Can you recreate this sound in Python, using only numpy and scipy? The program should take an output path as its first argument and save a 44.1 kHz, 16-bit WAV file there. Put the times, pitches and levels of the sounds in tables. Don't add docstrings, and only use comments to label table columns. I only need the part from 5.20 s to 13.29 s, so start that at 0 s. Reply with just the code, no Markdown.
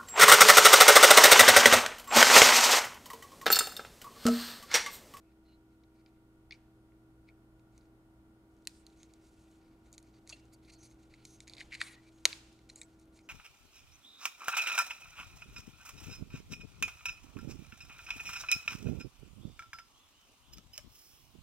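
import sys
import numpy as np
from scipy import signal
from scipy.fft import rfft, irfft, next_fast_len
from scipy.io import wavfile
from scipy.ndimage import uniform_filter1d

SR = 44100
rng = np.random.default_rng(int(sys.argv[2]) if len(sys.argv) > 2 else 0)


def generate_wav(sig):
    pcm = np.round(np.clip(np.atleast_2d(sig).T, -1, 1) * 32767).astype(np.int16)
    wavfile.write(sys.argv[1], SR, pcm)


def ratio_of_db(decibels):
    return 10 ** (np.asarray(decibels, float) / 20)


N = 356724

# f/Hz, width/Hz
BOARD = [(2250, 460), (4150, 850), (6600, 1600), (9000, 2000), (12500, 3000)]


def band(x, hz, width):
    b, a = signal.iirpeak(hz, hz / (1.296 * width), SR)
    return signal.lfilter(b, a, signal.lfilter(b, a, x))


def unit(x):
    return x / np.sqrt(np.mean(x ** 2))


def along(table, hz):
    points, value = np.transpose(table)
    return np.interp(np.log(hz + 1e-9), np.log(points), value)


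def course(table, **ends):
    return np.interp(np.arange(N) / SR, *np.transpose(table), **ends)


def walk(rate):
    hold = int(SR / rate)
    steps = np.repeat(rng.standard_normal(N // hold + 1), hold)
    slewed = uniform_filter1d(uniform_filter1d(steps, hold), hold)
    return unit(slewed[:N])


def spread(mid, side):
    return np.array([mid + side, mid - side])


def add(out, x, s):
    part = out[int(s * SR):][:len(x)]
    part += x[:len(part)]


def steady_noise(colour, db, side_db):
    size = next_fast_len(N)
    hz = np.fft.rfftfreq(size, 1 / SR)
    mid, side = rfft(rng.standard_normal((2, size))) * ratio_of_db(along(colour, hz))
    mid, side = irfft([mid, side * ratio_of_db(along(side_db, hz))], size)[:, :N]
    return ratio_of_db(db) / mid.std() * spread(mid, side)


def hiss():
    # f/Hz, level/dB per Hz
    hiss_colour = [(1060, -31), (1800, -1), (2260, -3), (2460, -5), (2950, -5), (3950, -8), (6180, -10.5),
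                   (9330, -8.5), (10600, -11.5), (15600, -12), (15750, -40)]
    # f/Hz, side minus mid/dB
    hiss_side = [(2000, 3), (6000, 0.5), (9000, -9), (15000, -11)]
    return steady_noise(hiss_colour, -84, hiss_side)


def draught():
    # f/Hz, level/dB per Hz
    air_colour = [(11, -38), (18, -8), (59, -2.5), (164, -13.5), (266, -11), (326, -10), (449, -16.5),
                  (584, -19.5), (789, -19.5), (855, -24), (945, -24.5), (1250, -28), (1410, -23.5),
                  (1560, -31), (2200, -54.5), (2860, -77), (4840, -120)]
    # f/Hz, side minus mid/dB
    air_side = [(25, -28), (60, -19), (110, -16.5), (250, -16.5), (700, -7), (1300, -0.5), (2200, -1)]
    # t/s, level/dB
    strength = [(0, -1), (1.2, -1), (2.5, -.8), (3.4, .3), (4.2, 1.5), (5.5, .8), (6.6, .3), (8.09, 0)]
    gusts = course(strength) + .6 * walk(0.98)
    return steady_noise(air_colour, -66.5, air_side) * ratio_of_db(gusts)


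def hum():
    # f/Hz, level/dB
    lines = [(59.2, -72), (118.4, -90), (172.3, -82.5), (204.6, -77), (231.5, -80), (274.5, -83),
             (323.0, -65), (398.4, -80), (500.6, -86.5), (667.5, -87), (786.0, -88.5), (942.1, -87),
             (1163, -92), (1378, -88.5), (1437, -91.5), (1453, -89)]
    # f/Hz, side minus mid/dB
    line_side = [(59, -24.5), (330, -24.5), (800, -13), (1450, -4)]
    # f/Hz, level/dB
    mains = [(120.3, -71.5), (120.54, -77.5)]
    t, out = np.arange(N) / SR, 0
    sway = np.cumsum(walk(1.501)) / SR
    for hz, db in lines:
        phase = 2 * np.pi * (hz * (t + 0.001505 * sway) + rng.random())
        tone = np.sqrt(2) * ratio_of_db(db) * (1 + .08 * walk(5)) * np.sin(phase)
        quarter_late = np.roll(tone, int(SR / hz / 4))
        out = out + spread(tone, ratio_of_db(along(line_side, hz)) * quarter_late)
    for hz, db in mains:
        phase = 2 * np.pi * hz * (t - 6.2)
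        out = out + np.sqrt(2) * ratio_of_db(db) * spread(np.cos(phase), .15 * np.sin(phase))
    return out


def room(sharp, soft):
    # delay/s, level/dB, share to the left (-1..1)
    echoes = [(.0032, -19, -.3), (.0052, -20.5, 1), (0.0105, -31, -.5), (0.0219, -34, 0.64)]
    # f/Hz, T60/s
    decay = [(350, .45), (1500, 0.55), (4000, 0.74), (8000, 0.5), (13000, .25)]
    # f/Hz, level/dB
    tail_level = [(350, -14.5), (1000, -14.5), (2000, -21.5), (4000, -24.5), (7000, -23.5), (13000, -33)]
    # t/s, left minus right/dB
    place = [(0, 0), (1.3, 0), (3.47, -1), (4.5, 0), (5.1, -.7), (6.35, -1.2), (6.6, 0), (7.05, .3),
             (8.09, -.3)]
    x = sharp + soft
    side = 0.15 * (np.roll(x, 1) - np.roll(x, -1))
    side += .48 * band(x, 1250, 500) + .2 * band(x, 2300, 900) - .2 * band(x, 4500, 1500)
    lean = course(place) / 2
    out = spread(x, side) * ratio_of_db(np.array([lean, -lean]))
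    for delay, db, left in echoes:
        out += ratio_of_db(db) * np.outer([1 + left, 1 - left], np.roll(sharp, int(delay * SR)))
    for hz in 400 * 2 ** np.arange(0, 5.3, 2 / 3):
        keep = ratio_of_db(-120 / along(decay, hz) / SR)
        late = np.roll(band(x, hz, .5 * hz), 260)
        energy = signal.lfilter([1 - keep], [1, -keep], late ** 2)
        envelope = np.sqrt(uniform_filter1d(energy, 132).clip(0))
        mid, side = unit(band(rng.standard_normal((2, N)), hz, .5 * hz))
        out += ratio_of_db(along(tail_level, hz) + 1.5 * walk(22)) * envelope * spread(mid, .8 * side)
    return out


def touches(*groups):
    centre = np.array(BOARD)[:, 0]
    rows = []
    for (pivot_hz, colour), events in groups:
        for s, span, db, tilt in events:
            rows.append((s, span, *(db + colour + tilt * np.log2(centre / pivot_hz))))
    return rows


def stroke(grains, s, length, hz, width, db):
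    rise, fall = 0.0022 + 0.15 * length, .003 + 0.33 * length
    t = np.arange(int((length + rise + fall / 2) * SR)) / SR
    start = max(int((s - rise) * SR), 0)
    ring = band(grains[start:][:len(t)], hz, width)
    shape = np.clip(np.minimum(t / rise / 2, (t[-1] - t) / fall), 0, 1)
    return ratio_of_db(db) * shape[:len(ring)] * unit(ring), start / SR


def scuffs():
    skin_touch = 2340, (-0.5, -2.5, -9.5, -14, -33)
    tape_touch = 6300, (-5.5, -2, 0.5, -4, -25)
    # t/s, length/s, level/dB, tilt/dB per octave
    rubs = [(.02, 0.11, -87, -2.5), (.251, .094, -84, -1), (.51, .05, -90, 0), (.74, .076, -84, 1),
            (0.863, .035, -81, 0), (.93, .06, -87, -3), (1.312, .046, -69, -4), (2.073, 0.034, -75.5, -4),
            (4.392, 0.18, -82, 0), (4.935, .051, -78.5, 1), (5.319, .022, -79, 1), (5.43, .05, -76, 4),
            (5.481, 0.028, -64.5, 2), (5.901, 0.058, -75, 1.5), (5.97, 0.072, -76, 0),
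            (6.3, .03, -69.5, 3.5), (6.34, .017, -70.5, 5), (6.369, .032, -59, -1),
            (6.401, .011, -53.5, -0.5), (6.414, 0.021, -62, 1.5), (6.51, .0084, -66, -4),
            (6.522, 0.026, -48, -7.5), (6.546, .014, -50.5, 0), (6.56, 0.045, -63.5, 0.5),
            (6.604, 0.012, -46.5, -1), (6.618, .011, -49, 1), (6.623, 0.072, -58.5, 1),
            (6.695, 0.056, -64, 2), (6.75, 0.066, -79, -1.5), (6.82, .078, -76, 3)]
    # t/s, length/s, level/dB, tilt/dB per octave
    peels = [(2.521, 0.068, -86.5, -3.5), (2.583, .088, -89, -3), (3.668, 0.075, -82, 0),
             (3.767, 0.09, -77, -2.5), (3.873, .21, -86, -4), (4.028, 0.17, -82, 2), (4.2, .06, -80, 3),
             (4.28, .11, -83, 2), (4.643, 0.059, -82, -4), (4.727, .031, -71, 2), (4.785, .023, -78, 2),
             (4.835, .077, -83, -5), (5.078, 0.06, -65, 0), (5.142, .067, -77.5, -4.5),
             (5.22, .064, -88, -4), (5.33, 0.021, -70.5, 6), (5.522, 0.03, -66.5, 1),
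             (5.587, 0.042, -76, 0), (5.63, 0.043, -65.5, 2), (5.68, 0.054, -78.5, -2),
             (5.789, 0.061, -80.5, -3), (6.056, .11, -70.5, 4), (6.206, .037, -72.5, 2),
             (6.273, .017, -65, -5.5), (6.435, 0.044, -79, -1), (6.927, 0.12, -82.5, 0),
             (7.492, 0.013, -63, -4), (7.507, .03, -76, 3), (7.557, 0.038, -70, -1), (7.617, 0.02, -67, -1),
             (7.65, .1, -85, 0), (7.791, 0.05, -79.5, -1), (7.935, 0.077, -74.5, 1)]
    # t/s, length/s, f/Hz, level/dB
    squeaks = [(.05, .06, 2600, -87), (.261, 0.098, 4130, -76.5), (.28, .06, 2900, -81),
               (1.312, 0.046, 2300, -69), (2.08, .027, 2270, -69), (3.78, 0.075, 6350, -75),
               (4.94, .045, 4600, -77), (5.143, .11, 2760, -80), (5.32, 0.034, 4620, -73),
               (5.48, .03, 2200, -70), (5.51, .07, 4400, -73), (5.59, 0.09, 6200, -67.5),
               (5.7, .03, 6300, -75), (6.057, .12, 6270, -69), (6.63, .16, 1925, -66),
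               (6.83, 0.073, 2320, -75.5), (6.94, 0.058, 6640, -80), (7.562, 0.05, 7500, -69),
               (7.62, .035, 7800, -69), (7.618, .02, 2200, -68), (0, 3.3, 9400, -100),
               (7.565, .03, 4300, -74), (7.975, 0.034, 2300, -74)]
    # t/s, length/s, f/Hz, level/dB
    swishes = [(8.03, 0.047, 6000, -79), (4.93, .06, 6000, -82), (5.14, .02, 9000, -75),
               (5.17, .04, 4900, -78), (5.705, .02, 11000, -82), (1.312, 0.049, 5000, -71),
               (3.485, .1, 5000, -76), (7.56, .055, 8000, -68), (6.68, .055, 9300, -67),
               (3.495, .13, 8400, -76), (5.33, .015, 11000, -70), (6.622, .06, 8800, -60)]
    # t/s, length/s, f/Hz, level/dB
    drags = [
        (5.099, .025, 1100, -65.5),
        (6.28, 0.18, 700, -75),
        (6.3, 0.22, 550, -76),
        (6.38, .14, 40, -65.5),
        (7.5, 0.15, 550, -75),
        (7.054, .03, 130, -66),
        (7.085, .012, 280, -62),
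    ]
    # t/s, level/dB
    hands = [(3.3, -85), (3.46, -84), (3.62, -80), (4.07, -76), (4.51, -81.5), (4.83, -78.5), (5.42, -80),
             (5.57, -75), (5.93, -76), (6.13, -72.5), (6.26, -76), (6.37, -73), (6.53, -65), (6.65, -70),
             (6.87, -75.5), (7.25, -72), (7.74, -77), (8.09, -78)]
    out, fits = np.zeros(N), ratio_of_db(2.6 * walk(130))
    grains = []
    for mode in BOARD:
        size_db = 2.5 * rng.exponential(size=N) + 1.4 * walk(40)
        grains.append(rng.standard_normal(N) * ratio_of_db(size_db) * fits)
    rows = touches((skin_touch, np.array(rubs)), (tape_touch, np.array(peels)))
    spots = 1 + 0.032 * rng.standard_normal((len(rows), len(BOARD)))
    for (s, length, *db), spot in zip(rows, spots):
        for (hz, width), d, k, grain in zip(BOARD, db, spot, grains):
            add(out, *stroke(grain, s, length, hz * k, width * (.9 + 4.6 * length), d))
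    steady = rng.standard_normal(N) * ratio_of_db(1.2 * walk(60))
    for wide, slides in (.065, squeaks), (.23, swishes), (.58, drags):
        for s, length, hz, db in slides:
            add(out, *stroke(steady, s, length, hz, wide * hz, db))
    skin = unit(band(grains[1][::-1], 2600, 1820)) + 0.74 * unit(band(grains[2][::-1], 6000, 4500))
    return out + ratio_of_db(course(hands, left=-120) - 6.5 + 1.4 * walk(8)) * skin


def contact(ms, modes, slips, crack=0.):
    n = np.arange(len(slips))
    t = n / SR * 1000 / max(ms, .1)
    scatter = np.minimum(t, 1) * ratio_of_db(-16 - 60 * n / SR / 0.023)
    push = t * np.exp(1 - 1.61 * t) + scatter
    first = crack * np.linalg.norm(push) * (n == int(ms * SR / 2000))
    out = 0
    for k, (hz, width, db) in enumerate(modes):
        ring = band(push * np.roll(slips, 97 * k) + (-1) ** k * first, hz, width)
        out = out + ratio_of_db(db) * ring / np.abs(ring).max()
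    return out


def ticks():
    knock_touch = 2400, (-0.5, -7, -14.5, -26, -36)
    blade_touch = 4040, (-12.5, 0, -13, -19, -30)
    crackle_touch = 6600, (-14.5, -5, 1, -4.5, -19)
    # t/s, contact/ms, peak level/dB, tilt/dB per octave
    knocks = [(6.273, 1.2, -52, 3), (6.512, 1.2, -55, 0), (6.5212, 1.5, -42, -6), (6.535, 1.5, -40, -4),
              (6.55, 2, -39, -6), (6.606, 1.5, -41, -2), (6.6122, 1.8, -31, -3), (5.068, 1.5, -62, 4),
              (1.719, 2.4, -67.5, -10), (2.087, 2.4, -52, -3.5), (2.395, 1.1, -69, 8),
              (5.712, 1.1, -61, 10), (5.938, 2.8, -48, -1.5), (6.4065, 1.6, -37.5, 3),
              (6.4115, 2.4, -38, -6), (6.5255, 2.2, -35, -8), (6.5415, 2.2, -41, 7), (6.597, 1, -50, 5),
              (6.637, 1, -42, 2), (7.39, 1.5, -59.5, 5), (7.99, 2.1, -54, 1)]
    # t/s, contact/ms, peak level/dB, tilt/dB per octave
    catches = [(0.635, 2.8, -63.5, -9), (1.331, 1, -55, 0), (6.308, 1, -55, 0), (6.35, 1, -57, -3),
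               (6.4005, 1.2, -46, -4), (3.493, 1.2, -56, 0), (2.61, 1.2, -65, -3), (3.451, 2.5, -60.5, 12),
               (3.666, 0.76, -46, 10.5), (3.7, 1.5, -63, 4), (3.725, 1, -69, 8), (6.2966, 1.2, -42.5, 5),
               (6.326, .6, -61, 12), (6.335, 1.3, -39.5, 0), (6.3677, 1, -45, -3), (6.381, 1.7, -42.5, -7),
               (6.985, 1, -64, 1)]
    # t/s, contact/ms, peak level/dB, tilt/dB per octave
    crackles = [(2.578, .83, -56, -2), (2.655, 1, -76, -7), (3.366, 1, -72, 4), (3.387, 1, -73, 2),
                (3.423, 1, -72, 0), (3.831, 1.2, -47, -3), (3.9367, 1.2, -54, -2), (4.718, 1.1, -68, 0),
                (4.728, 1, -47, 11), (4.738, 1, -54, -1), (4.7796, 1.1, -41.5, -2), (4.789, 1, -58, 2),
                (4.827, 1.2, -58, 5), (5.0748, .88, -46, -2), (5.093, 1.4, -41, 1.5), (5.2535, 1.1, -64, 3),
                (6.051, 2.7, -41.5, -2.5), (6.204, 0.85, -41.5, -4.5), (6.2778, 1.3, -45, -8),
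                (7.046, 1.5, -65, 2), (7.327, 1.6, -67, 14), (7.632, 1, -49, 0), (7.4915, 1, -56, -3),
                (5.705, 1, -63, 0), (7.797, 1.3, -62, 13), (7.856, .8, -71, 14)]
    # (f/Hz, width/Hz, level/dB)
    taps = [
        ((.8605, 2, -60), [(2300, 250, -2), (3300, 800, 0), (4900, 900, 0), (7000, 1200, -14)]),
        ((1.3083, 1.6, -43), [(2170, 220, 0), (3550, 200, -7), (4420, 300, -1), (5200, 400, -7), (6300, 900, -16)]),
        ((1.3212, 2.2, -42), [(2300, 190, 0), (3850, 400, -5), (4570, 300, -7), (5800, 900, -9), (8600, 500, -26)]),
        ((5.0972, 1.6, -41), [(1500, 500, -20), (2700, 600, -12), (4400, 600, -2), (6100, 700, 0), (9000, 2000, -8)]),
        ((7.1286, 1, -32), [(2300, 700, -2), (4000, 900, 0), (6600, 1500, -14), (9000, 2000, -20)]),
        ((7.4975, 2.2, -44), [(1940, 300, -11), (4100, 260, 0), (5610, 300, -9), (7200, 900, -10), (10300, 1200, -22)]),
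        ((7.5578, 1.4, -41), [(2200, 300, -19), (4060, 300, -14), (6880, 500, 0), (8400, 900, -6), (11300, 1500, -14)]),
        ((7.6145, 1.3, -40), [(2230, 300, -4), (3750, 350, -4), (5190, 300, -16), (7300, 700, -2), (8190, 600, 0), (11000, 2000, -14)]),
    ]
    # (f/Hz, width/Hz, level/dB)
    blade_slips = (3.4722, .6, -27), [(900, 400, -33), (1700, 400, -24), (2400, 800, -8), (4330, 900, 0),
                   (5730, 900, -11), (7100, 840, -4), (9100, 1400, -4.5), (11000, 850, -11),
                   (13800, 3500, -11)]
    bump = (5.1228, 7, -41), [(641, 150, -15), (2090, 250, -17), (2714, 130, -1), (3355, 110, -11),
            (4340, 200, -7), (6720, 250, -13)]
    tape_lets_go = (6.6146, .9, -20.5), [(1334, 180, -30), (1950, 520, -1), (2600, 400, -12),
                    (3700, 510, -10), (4460, 400, -14), (6750, 1200, -17), (8750, 1800, -14),
                    (13000, 4000, -24)]
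    cable_snap = (7.0539, 0.43, -9), [(400, 170, -33), (606, 170, -26), (998, 110, -31), (1334, 120, -28),
                  (1700, 250, -34), (2250, 600, -5), (3020, 200, -20), (3796, 490, -1), (4496, 550, -10),
                  (5450, 450, -14), (6530, 850, -2), (8620, 700, -12), (10220, 1000, -13),
                  (12400, 2500, -14)]
    out = np.zeros(N)
    rows = touches((knock_touch, np.array(knocks)), (blade_touch, np.array(catches)),
                   (crackle_touch, np.array(crackles)))
    for s, ms, *db in rows:
        slips = rng.standard_normal(1024)
        spot = 1 + .02 * slips[-5:]
        modes = [(hz * k, width, d) for (hz, width), d, k in zip(BOARD, db, spot)]
        add(out, contact(0.67 * ms, modes, slips), s)
    strong = [(blade_slips, 1.1), (bump, .25), (tape_lets_go, 1.5), (cable_snap, 1.4)]
    for ((s, ms, db), modes), crack in strong + [(tap, .75) for tap in taps]:
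        add(out, ratio_of_db(db) * contact(ms, modes, rng.standard_normal(2048), crack), s)
    return out


def scene():
    port = signal.butter(2, 13300, fs=SR, output="sos")
    sharp, soft = signal.sosfilt(port, [ticks(), scuffs()])
    return room(sharp, soft) + hum() + draught() + hiss()


def low_pass(x):
    return signal.sosfilt(signal.butter(12, 16300, fs=SR, output="sos"), x)


def record(dry):
    return low_pass(dry)


dry = scene()
out = record(dry)
generate_wav(out)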